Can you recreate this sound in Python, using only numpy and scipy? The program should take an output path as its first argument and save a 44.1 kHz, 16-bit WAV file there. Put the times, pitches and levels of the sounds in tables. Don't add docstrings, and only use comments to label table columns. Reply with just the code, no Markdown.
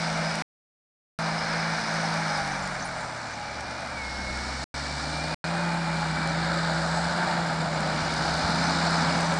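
import sys
import numpy as np
from scipy import signal
from scipy.fft import rfft, irfft, next_fast_len
from scipy.io import wavfile

SR = 44100
rng = np.random.default_rng(int(sys.argv[2]) if len(sys.argv) > 2 else 0)


def bounce(signal):
    frames = np.transpose(np.atleast_2d(signal))
    limited = np.clip(frames, -1, 1)
    pcm = np.round(limited * 32767).astype(np.int16)
    wavfile.write(sys.argv[1], SR, pcm)


def how_loud(loudness_db):
    steps = np.asarray(loudness_db, float) / 20
    return 10 ** steps


N = 414099

# start_s, firing_hz, level_db
FIRING = [(0, 108.2, -66), (2.1, 109.4, -52.5), (2.65, 93.8, -63), (3.38, 68.6, -47), (3.86, 73.7, -51),
          (4.04, 64.6, -42), (4.35, 65.2, -38), (5.2, 70.6, -40.5), (5.36, 73.8, -44.5), (5.65, 73.17, -50),
          (6.1, 69.1, -43), (6.8, 70, -44), (7.07, 72.8, -42), (7.27, 75.65, -62), (7.6, 70, -48),
          (8.15, 68.4, -43), (8.9, 77.45, -42.5), (9.39, 75.4, -47)]


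def firing():
    return in_time(FIRING)


# pitch_hz, level_db
PIPE_RESPONSE = [(36, -83), (45, -58.5), (54, -59.5), (135, -61.5), (175, -45.5), (217, -42.5),
                 (240, -41.5), (330, -45)]
# start_s, end_s, change_db
FIRING_SWELLS = [(2.9, 3.5, -12)]
SECOND_SWELLS = [
    (4.0, 5.0, 2),
    (6.9, 7.35, 7),
    (8.95, 9.15, 19),
]
HALF_SWELLS = [(2.3, 3.15, 8)]
THIRD_SWELLS = [(2.3, 2.7, 8), (3.3, 4.0, -6), (4.08, 4.55, 14), (7.1, 7.4, 10), (8.8, 9.5, 11)]
THREE_AND_HALF_SWELLS = [(4.0, 5.45, 21), (8.3, 9.3, 22)]


def exhaust(firing_hz, firing_db):
    second_db = at_hz(PIPE_RESPONSE, 2 * firing_hz)
    half_db = at_hz(PIPE_RESPONSE, 0.5 * firing_hz)
    third_db = at_hz(PIPE_RESPONSE, 3 * firing_hz) - 18.5
    levels_db = {
        1: swelling(firing_db, FIRING_SWELLS),
        2: swelling(second_db, SECOND_SWELLS),
        0.5: swelling(half_db, HALF_SWELLS),
        3: swelling(third_db, THIRD_SWELLS),
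        3.5: swelling(-72, THREE_AND_HALF_SWELLS),
    }
    return sum(tone(order * firing_hz, db, 0.2 * order, 0.35) for order, db in levels_db.items())


# pitch_hz, level_db per Hz
PANEL_SPECTRUM = [(40, -34.5), (85, -21), (120, -5), (190, 0.5), (260, -1.5), (330, -4.5), (420, -13.5),
                  (520, -36.5)]


def panels(near_db):
    return how_loud(-46 + 1.3 * near_db) * coloured(PANEL_SPECTRUM, 0.76)


# pitch_hz, level_db per Hz
BLOCK_SPECTRUM = [(240, -36), (400, -14.5), (457, -9.5), (559, -3.5), (606, -0.5), (893, 1), (1060, -5.5),
                  (1460, 0), (1690, -2.5), (1940, -7), (2320, -3.5), (2670, -19), (2890, -13.5),
                  (3160, -24.5), (3300, -15.5), (4290, -45), (7260, -120)]


def block(near_db, octaves, beat):
    level_db = -35 + near_db + 6.5 * octaves
    return how_loud(level_db + 0.19 * beat) * coloured(BLOCK_SPECTRUM, 1.0, count=8)


# pitch_hz, level_db per Hz
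INTAKE_SPECTRUM = [(1820, -43.5), (3100, -8), (3210, -18.5), (3570, -3), (4250, 0.5), (5180, -0.5),
                   (5550, -2.5), (5990, -2.5), (6400, -12.5), (8320, -42), (14100, -120)]
TOP_SPECTRUM = [(3590, -33.5), (6100, -11), (6320, 1), (7140, 3), (8400, -0.5), (9350, -6), (10800, -20),
                (11500, -25), (12200, -42), (15900, -70.5), (22000, -120)]


def air_hiss(intake_db, octaves, beat):
    flow_change_db = intake_db - intake_db.mean()
    top_db = -48.5 + 0.64 * flow_change_db + 3 * octaves
    intake = how_loud(intake_db) * coloured(INTAKE_SPECTRUM, 1.0)
    top = how_loud(top_db) * coloured(TOP_SPECTRUM, 1.0)
    return how_loud(1.2 * beat) * (intake + top)


# start_s, nearness_gain_db, intake_flow_db
APPROACH = [(0, 0.9, -37.5), (1.2, 0.6, -40), (2.3, 1.4, -38.5), (2.7, -0.7, -42.5), (3.1, -0.5, -44.5),
            (4.0, -0.3, -43), (4.3, 0.7, -39), (5.0, 1.5, -36.5), (5.33, 3.5, -37.5), (5.7, 3.5, -39.5),
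            (6.3, 5, -39), (6.8, 5, -36), (7.15, 5.5, -36), (7.7, 5.5, -39.5), (8.2, 7.5, -34),
            (8.6, 7.5, -33), (9.0, 7.5, -32.5), (9.39, 8, -35)]


def roar(firing_hz):
    near_db, intake_db = in_time(APPROACH)
    octaves = np.log2(firing_hz / 70)
    beat = np.cos(2 * np.pi * np.cumsum(firing_hz) / SR)
    load = how_loud(0.5 * drift(41))
    engine = block(near_db, octaves, beat) + air_hiss(intake_db, octaves, beat)
    return panels(near_db) + load * shadowed(engine)


# start_s, end_s
TURN = (1.9, 6.6)
# pitch_hz, width_hz, share lost side-on, share lost head-on
ECHO_BANDS = [(2260, 1130, .01, 0.41), (5600, 1000, .01, 0.55), (6190, 500, .05, 0.61),
              (7300, 1200, 0.5, .01)]


def shadowed(x):
    turned = np.interp(np.arange(N) / SR, TURN, [0, 1])
    for hz, width_hz, side_on, head_on in ECHO_BANDS:
        share = np.clip(side_on + (head_on - side_on) * turned, 0, 1)
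        band = signal.lfilter(*signal.iirpeak(hz, hz / width_hz, fs=SR), x)
        x = x - share * band
    return x


# start_s, blade_pass_hz, level_db
FAN = [(0, 164, -33), (2.22, 164, -33.5), (2.45, 149, -41), (2.7, 141, -44.5), (3.42, 106, -51),
       (3.85, 124.8, -48), (4.05, 119.5, -54), (4.5, 130, -45.5), (5.0, 146, -41), (5.62, 171.5, -30),
       (6.1, 160.5, -31.5), (6.45, 166, -30.5), (6.9, 164.5, -31), (7.25, 174, -34), (7.6, 161, -32),
       (7.95, 156.5, -33.5), (8.65, 167, -30.5), (9.39, 166.5, -30)]
# start_s, end_s, change_db
FAN_SWELLS = [(0.275, 0.499, -4), (1.347, 1.55, -5), (1.733, 1.946, -9), (7.95, 8.5, -3)]
FAN_OCTAVE_SWELLS = [(-.2, 1.3, -5), (3.95, 4.35, -12), (4.7, 6.9, 9), (7.05, 7.5, 10), (8.7, 8.95, 11)]


def fan():
    hz, level_db = in_time(FAN)
    drone = tone(hz, swelling(level_db, FAN_SWELLS), 0.53, 0.22)
    return drone + tone(2 * hz, swelling(-57, FAN_OCTAVE_SWELLS), 1.5, 1.8)


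# level_db, level_db
PUMP = (-57, -58)
# start_s, end_s, change_db
PUMP_LOW_SWELLS = [(5.45, 6.05, 14), (6.2, 7.45, 13)]
PUMP_HIGH_SWELLS = [(-.2, 3.2, -6), (3.3, 3.7, 14), (3.8, 5.4, -10), (5.55, 6.25, 16), (6.8, 7.5, 18)]
PUMP_TOP_SWELLS = [(6.3, 7.05, 28)]


def pump(firing_hz):
    low_db, high_db = swelling(PUMP[0], PUMP_LOW_SWELLS), swelling(PUMP[1], PUMP_HIGH_SWELLS)
    low, high = tone(firing_hz * 8, low_db, 2, 3.0), tone(firing_hz * 12, high_db, 3, 3.5)
    return low + high + tone(firing_hz * 18, swelling(-72, PUMP_TOP_SWELLS), 4, 3.0)


# teeth per firing, level_db between swells
ACCESSORY = (8.1, -75)
TRANSMISSION = (33.5, -75)
# start_s, end_s, change_db
ACCESSORY_SWELLS = [
    (2.1, 3.33, 28),
    (2.15, 2.6, 7),
]
TRANSMISSION_SWELLS = [(3.2, 6.38, 22), (3.92, 5.8, 5), (3.92, 4.5, 7), (5.12, 5.5, 6), (5.78, 6.38, 7),
                       (6.0, 6.38, 4)]


def gears(firing_hz):
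    teeth, level_db = ACCESSORY
    accessory = tone(firing_hz * teeth, swelling(level_db, ACCESSORY_SWELLS), 10, 3.0)
    teeth, level_db = TRANSMISSION
    return accessory + tone(firing_hz * teeth, swelling(level_db, TRANSMISSION_SWELLS), 3, 2.0)


# start_s, pitch_hz
TURBO = [(0, 11020), (2.15, 10930), (2.4, 10430), (2.85, 9070), (3.15, 8040), (3.4, 7480), (3.8, 7300),
         (4.85, 7980), (5.3, 8290), (5.65, 8310), (6.2, 7730), (6.65, 7770), (7.1, 7970), (7.3, 7660),
         (7.9, 6950), (8.45, 6880), (8.85, 7740), (9.39, 7680)]
# pitch_hz, level_db
TURBO_RESPONSE = [(6900, -61), (7500, -61), (8000, -57), (8300, -57), (9100, -62), (10400, -66),
                  (11000, -75.5)]
# start_s, end_s, change_db
TURBO_SWELLS = [(3.2, 4.75, -7), (4.7, 5.4, 2), (5.9, 6.5, -2), (6.4, 7.35, 4), (7.3, 9.6, 4)]


def turbo():
    hz, = in_time(TURBO)
    turbulence_db = 3 * drift(60)
    level_db = swelling(at_hz(TURBO_RESPONSE, hz), TURBO_SWELLS) - 5 + turbulence_db
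    image_db = level_db - 1 - (SR / 4 - hz) * 0.02
    return tone(hz, level_db, 22, 2.0) + tone(SR / 2 - hz, image_db, 14, 2.5)


# start_s, end_s, pitch_hz, width_hz, level_db
SQUEALS = [(-0.5, 0.51, 5750, 80, -52.5), (-0.5, .42, 5050, 150, -45.5), (1.2, 2.4, 5100, 400, -46.5),
           (4.17, 4.28, 1550, 30, -44), (4, 5.2, 5450, 330, -54), (2.7, 3.8, 7300, 90, -64),
           (1.5, 2.2, 11020, 200, -73.5), (8.5, 9.2, 5150, 350, -46), (8.3, 9.39, 6000, 300, -53),
           (8.5, 9.2, 266, 14, -45.5), (9.1, 9.5, 600, 150, -39), (7.65, 7.95, 600, 120, -43),
           (6.45, 7.4, 1550, 450, -39)]


def squeals():
    out, t = np.zeros(N), np.arange(N) / SR
    for start, end, hz, width_hz, db in SQUEALS:
        swell = np.clip(np.minimum(t - start + 0.051, end - t + 0.05) / 0.09, 0, 1)
        out += how_loud(db + 3.6 * drift(14)) * swell * narrow(N, hz, width_hz)
    return out


# start_s, length_s, pitch_hz, width_hz, level_db
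CHINKS = [(2.517, .012, 6330, 700, -40.5), (2.615, .04, 7300, 150, -51), (2.649, .018, 7100, 200, -45.5),
          (2.792, .014, 4470, 500, -40), (2.8, .012, 6000, 700, -44.5), (2.822, 0.01, 5900, 800, -38),
          (2.831, .016, 6260, 500, -43), (2.841, 0.039, 9320, 80, -45.5), (2.872, 0.016, 9400, 120, -54),
          (2.965, .03, 8250, 150, -57), (3.0, 0.023, 9300, 120, -57), (3.33, .02, 6300, 400, -47.5),
          (6.29, .014, 5940, 600, -41), (8.483, .03, 10430, 400.3, -56), (8.49, .025, 11500, 400.5, -68)]


def chinks():
    out, size = np.zeros(N), 3000
    for s, length_s, hz, width_hz, db in CHINKS:
        share = np.clip(np.arange(size) / SR / length_s, 0, 1)
        burst = np.sin(np.pi * share ** 0.89) * narrow(size, hz, width_hz)
        first = round(s * SR)
        out[first:first + size] += how_loud(db + 0.5) * burst
    return out


# start_s, level_db, pitch_hz
PUFFS = [
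    (4.3, -33, 50),
    (8.02, -21, 80),
    (8.315, -32, 45),
    (8.44, -19, 80),
]


def puffs():
    out, t = np.zeros(N), np.arange(N) / SR
    for s, db, hz in PUFFS:
        after = np.clip(t - s, 0, None)
        decay = after / 0.016 * np.exp(1 - after / 0.0065)
        out += how_loud(db) * np.sin(2 * np.pi * hz * after) * decay
    return out


# start_s, end_s, change_db
RUMBLE_SWELLS = [(2.35, 3.15, 4), (4.15, 4.5, 8), (5.2, 6.0, -4), (7.95, 8.45, 5), (9.0, 9.6, 4)]


def wind():
    spectrum = [(12, -14), (30, -10.5), (50, -10.5), (90, -5.0), (160, -44)]  # pitch_hz, level_db per Hz
    return how_loud(swelling(-54.5, RUMBLE_SWELLS)) * coloured(spectrum, 2.5, count=3)


# start_s, peak_db
STRONG_TICKS = [(0.3545, -33), (0.373, -44.5), (1.94, -39.5), (1.956, -40.5), (2.14, -36.5), (2.3745, -36),
                (2.4756, -37.5), (2.6742, -36), (3.6068, -37), (4.3729, -38.5), (4.4065, -42.5),
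                (5.173, -38.5), (5.7402, -39), (6.0068, -40.5), (6.274, -35.5), (6.54, -38.5),
                (6.974, -39.5), (7.5418, -40.5), (7.8064, -35.5), (8.107, -43), (8.1394, -34),
                (8.3401, -34), (8.373, -35.5), (8.908, -34), (8.9407, -40), (9.1387, -41.5), (9.207, -33),
                (9.34, -35)]


def ticks():
    clicks = np.zeros(N)
    joins_per_s, first_join_s, delay = 30, 0.0068, 45
    joins = np.arange(first_join_s, N / SR - 0.01, 1 / joins_per_s)
    clicks[np.round(joins * SR).astype(int) + delay] = how_loud(-31) * rng.laplace(size=len(joins))
    s, db = np.transpose(STRONG_TICKS)
    strong = how_loud(-17.5 + 1.4 * (db + 40)) * rng.choice([-1, 1], len(s))
    clicks[np.round(s * SR).astype(int) + delay] = strong
    clicks = signal.sosfilt(signal.butter(1, 2500, "high", fs=SR, output="sos"), clicks)
    return signal.sosfilt(signal.butter(6, 9300, fs=SR, output="sos"), clicks)


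def in_time(rows):
    s, *columns = np.vstack(rows).T
    return [np.interp(np.arange(N) / SR, s, c) for c in columns]


def at_hz(points, hz):
    point_hz, level_db = np.transpose(points)
    return np.interp(np.log(hz), np.log(point_hz), level_db)


def swelling(db, swells):
    t = np.arange(0, N / SR, 0.005)
    change = np.zeros(len(t))
    for start, end, change_db in swells:
        ramp = np.minimum(t - start, end - t) / 0.078
        change += change_db * np.clip(ramp, 0, 1)
    return db + np.interp(np.arange(N) / SR, t, change)


def rms_one(x):
    return x / np.sqrt(np.mean(x ** 2) + 1e-20)


def drift(rate_hz):
    r = np.exp(-2 * np.pi * rate_hz * 40 / SR)
    noise = rng.standard_normal(N // 40 + 2002)
    slow = signal.lfilter([1], [1, -2 * r, r * r], noise)[2000:]
    return np.interp(np.arange(N) / 40, np.arange(len(slow)), rms_one(slow))


def tone(hz, db, wobble_hz, flicker_db):
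    phase = 2 * np.pi * np.cumsum(hz + wobble_hz * drift(6)) / SR + rng.uniform(0, 2 * np.pi)
    return np.sqrt(2) * how_loud(db + flicker_db * drift(12)) * np.sin(phase)


def coloured(points, patchy_db, count=6):
    size = next_fast_len(N)
    log_hz = np.log(np.arange(1, size // 2 + 2) * SR / size)
    hz, db = np.transpose(points)
    response = how_loud(np.interp(log_hz, np.log(hz), db, left=-120, right=-120))
    shaped = rfft(rng.standard_normal(size)) * response
    centres = np.linspace(np.log(hz[0]), np.log(hz[-1]), count)
    out = np.zeros(N)
    for share in np.eye(count):
        gain = how_loud(patchy_db * (drift(1) + 0.25 * drift(54)))
        band = shaped * np.interp(log_hz, centres, share)
        out += gain * irfft(band, size)[:N]
    return rms_one(out)


def ring(x, hz, t60):
    r, w = how_loud(-60 / (t60 * SR)), 2 * np.pi * hz / SR
    return signal.lfilter([0, np.sin(w)], [1, -2 * r * np.cos(w), r * r], x + 1e-18)


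def narrow(size, hz, width_hz):
    t60 = np.log(1000) / np.pi / width_hz
    noise = rng.standard_normal(size + 2000)
    return rms_one(ring(ring(noise, hz, t60), hz, t60)[2000:])


def scene():
    firing_hz, firing_db = firing()
    tractor = exhaust(firing_hz, firing_db) + roar(firing_hz) + fan()
    tractor += pump(firing_hz) + gears(firing_hz) + turbo()
    events = squeals() + chinks() + puffs()
    return (tractor + events + wind())[None]


def band_limit(x):
    return signal.sosfilt(signal.butter(12, 12360, fs=SR, output="sos"), x)


# start_s, end_s
DROPOUTS = [
    (.4222, 1.1883),
    (4.6414, 4.7415),
    (5.3448, 5.4413),
]


def record(dry):
    live = np.ones(N)
    for start, end in DROPOUTS:
        live[round(start * SR):round(end * SR)] = 0
    top_cut = signal.butter(12, 11700, fs=SR, output="sos")
    mix = signal.sosfilt(top_cut, (dry + ticks()) * live)
    return band_limit(mix)


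dry = scene()
out = record(dry)
bounce(out)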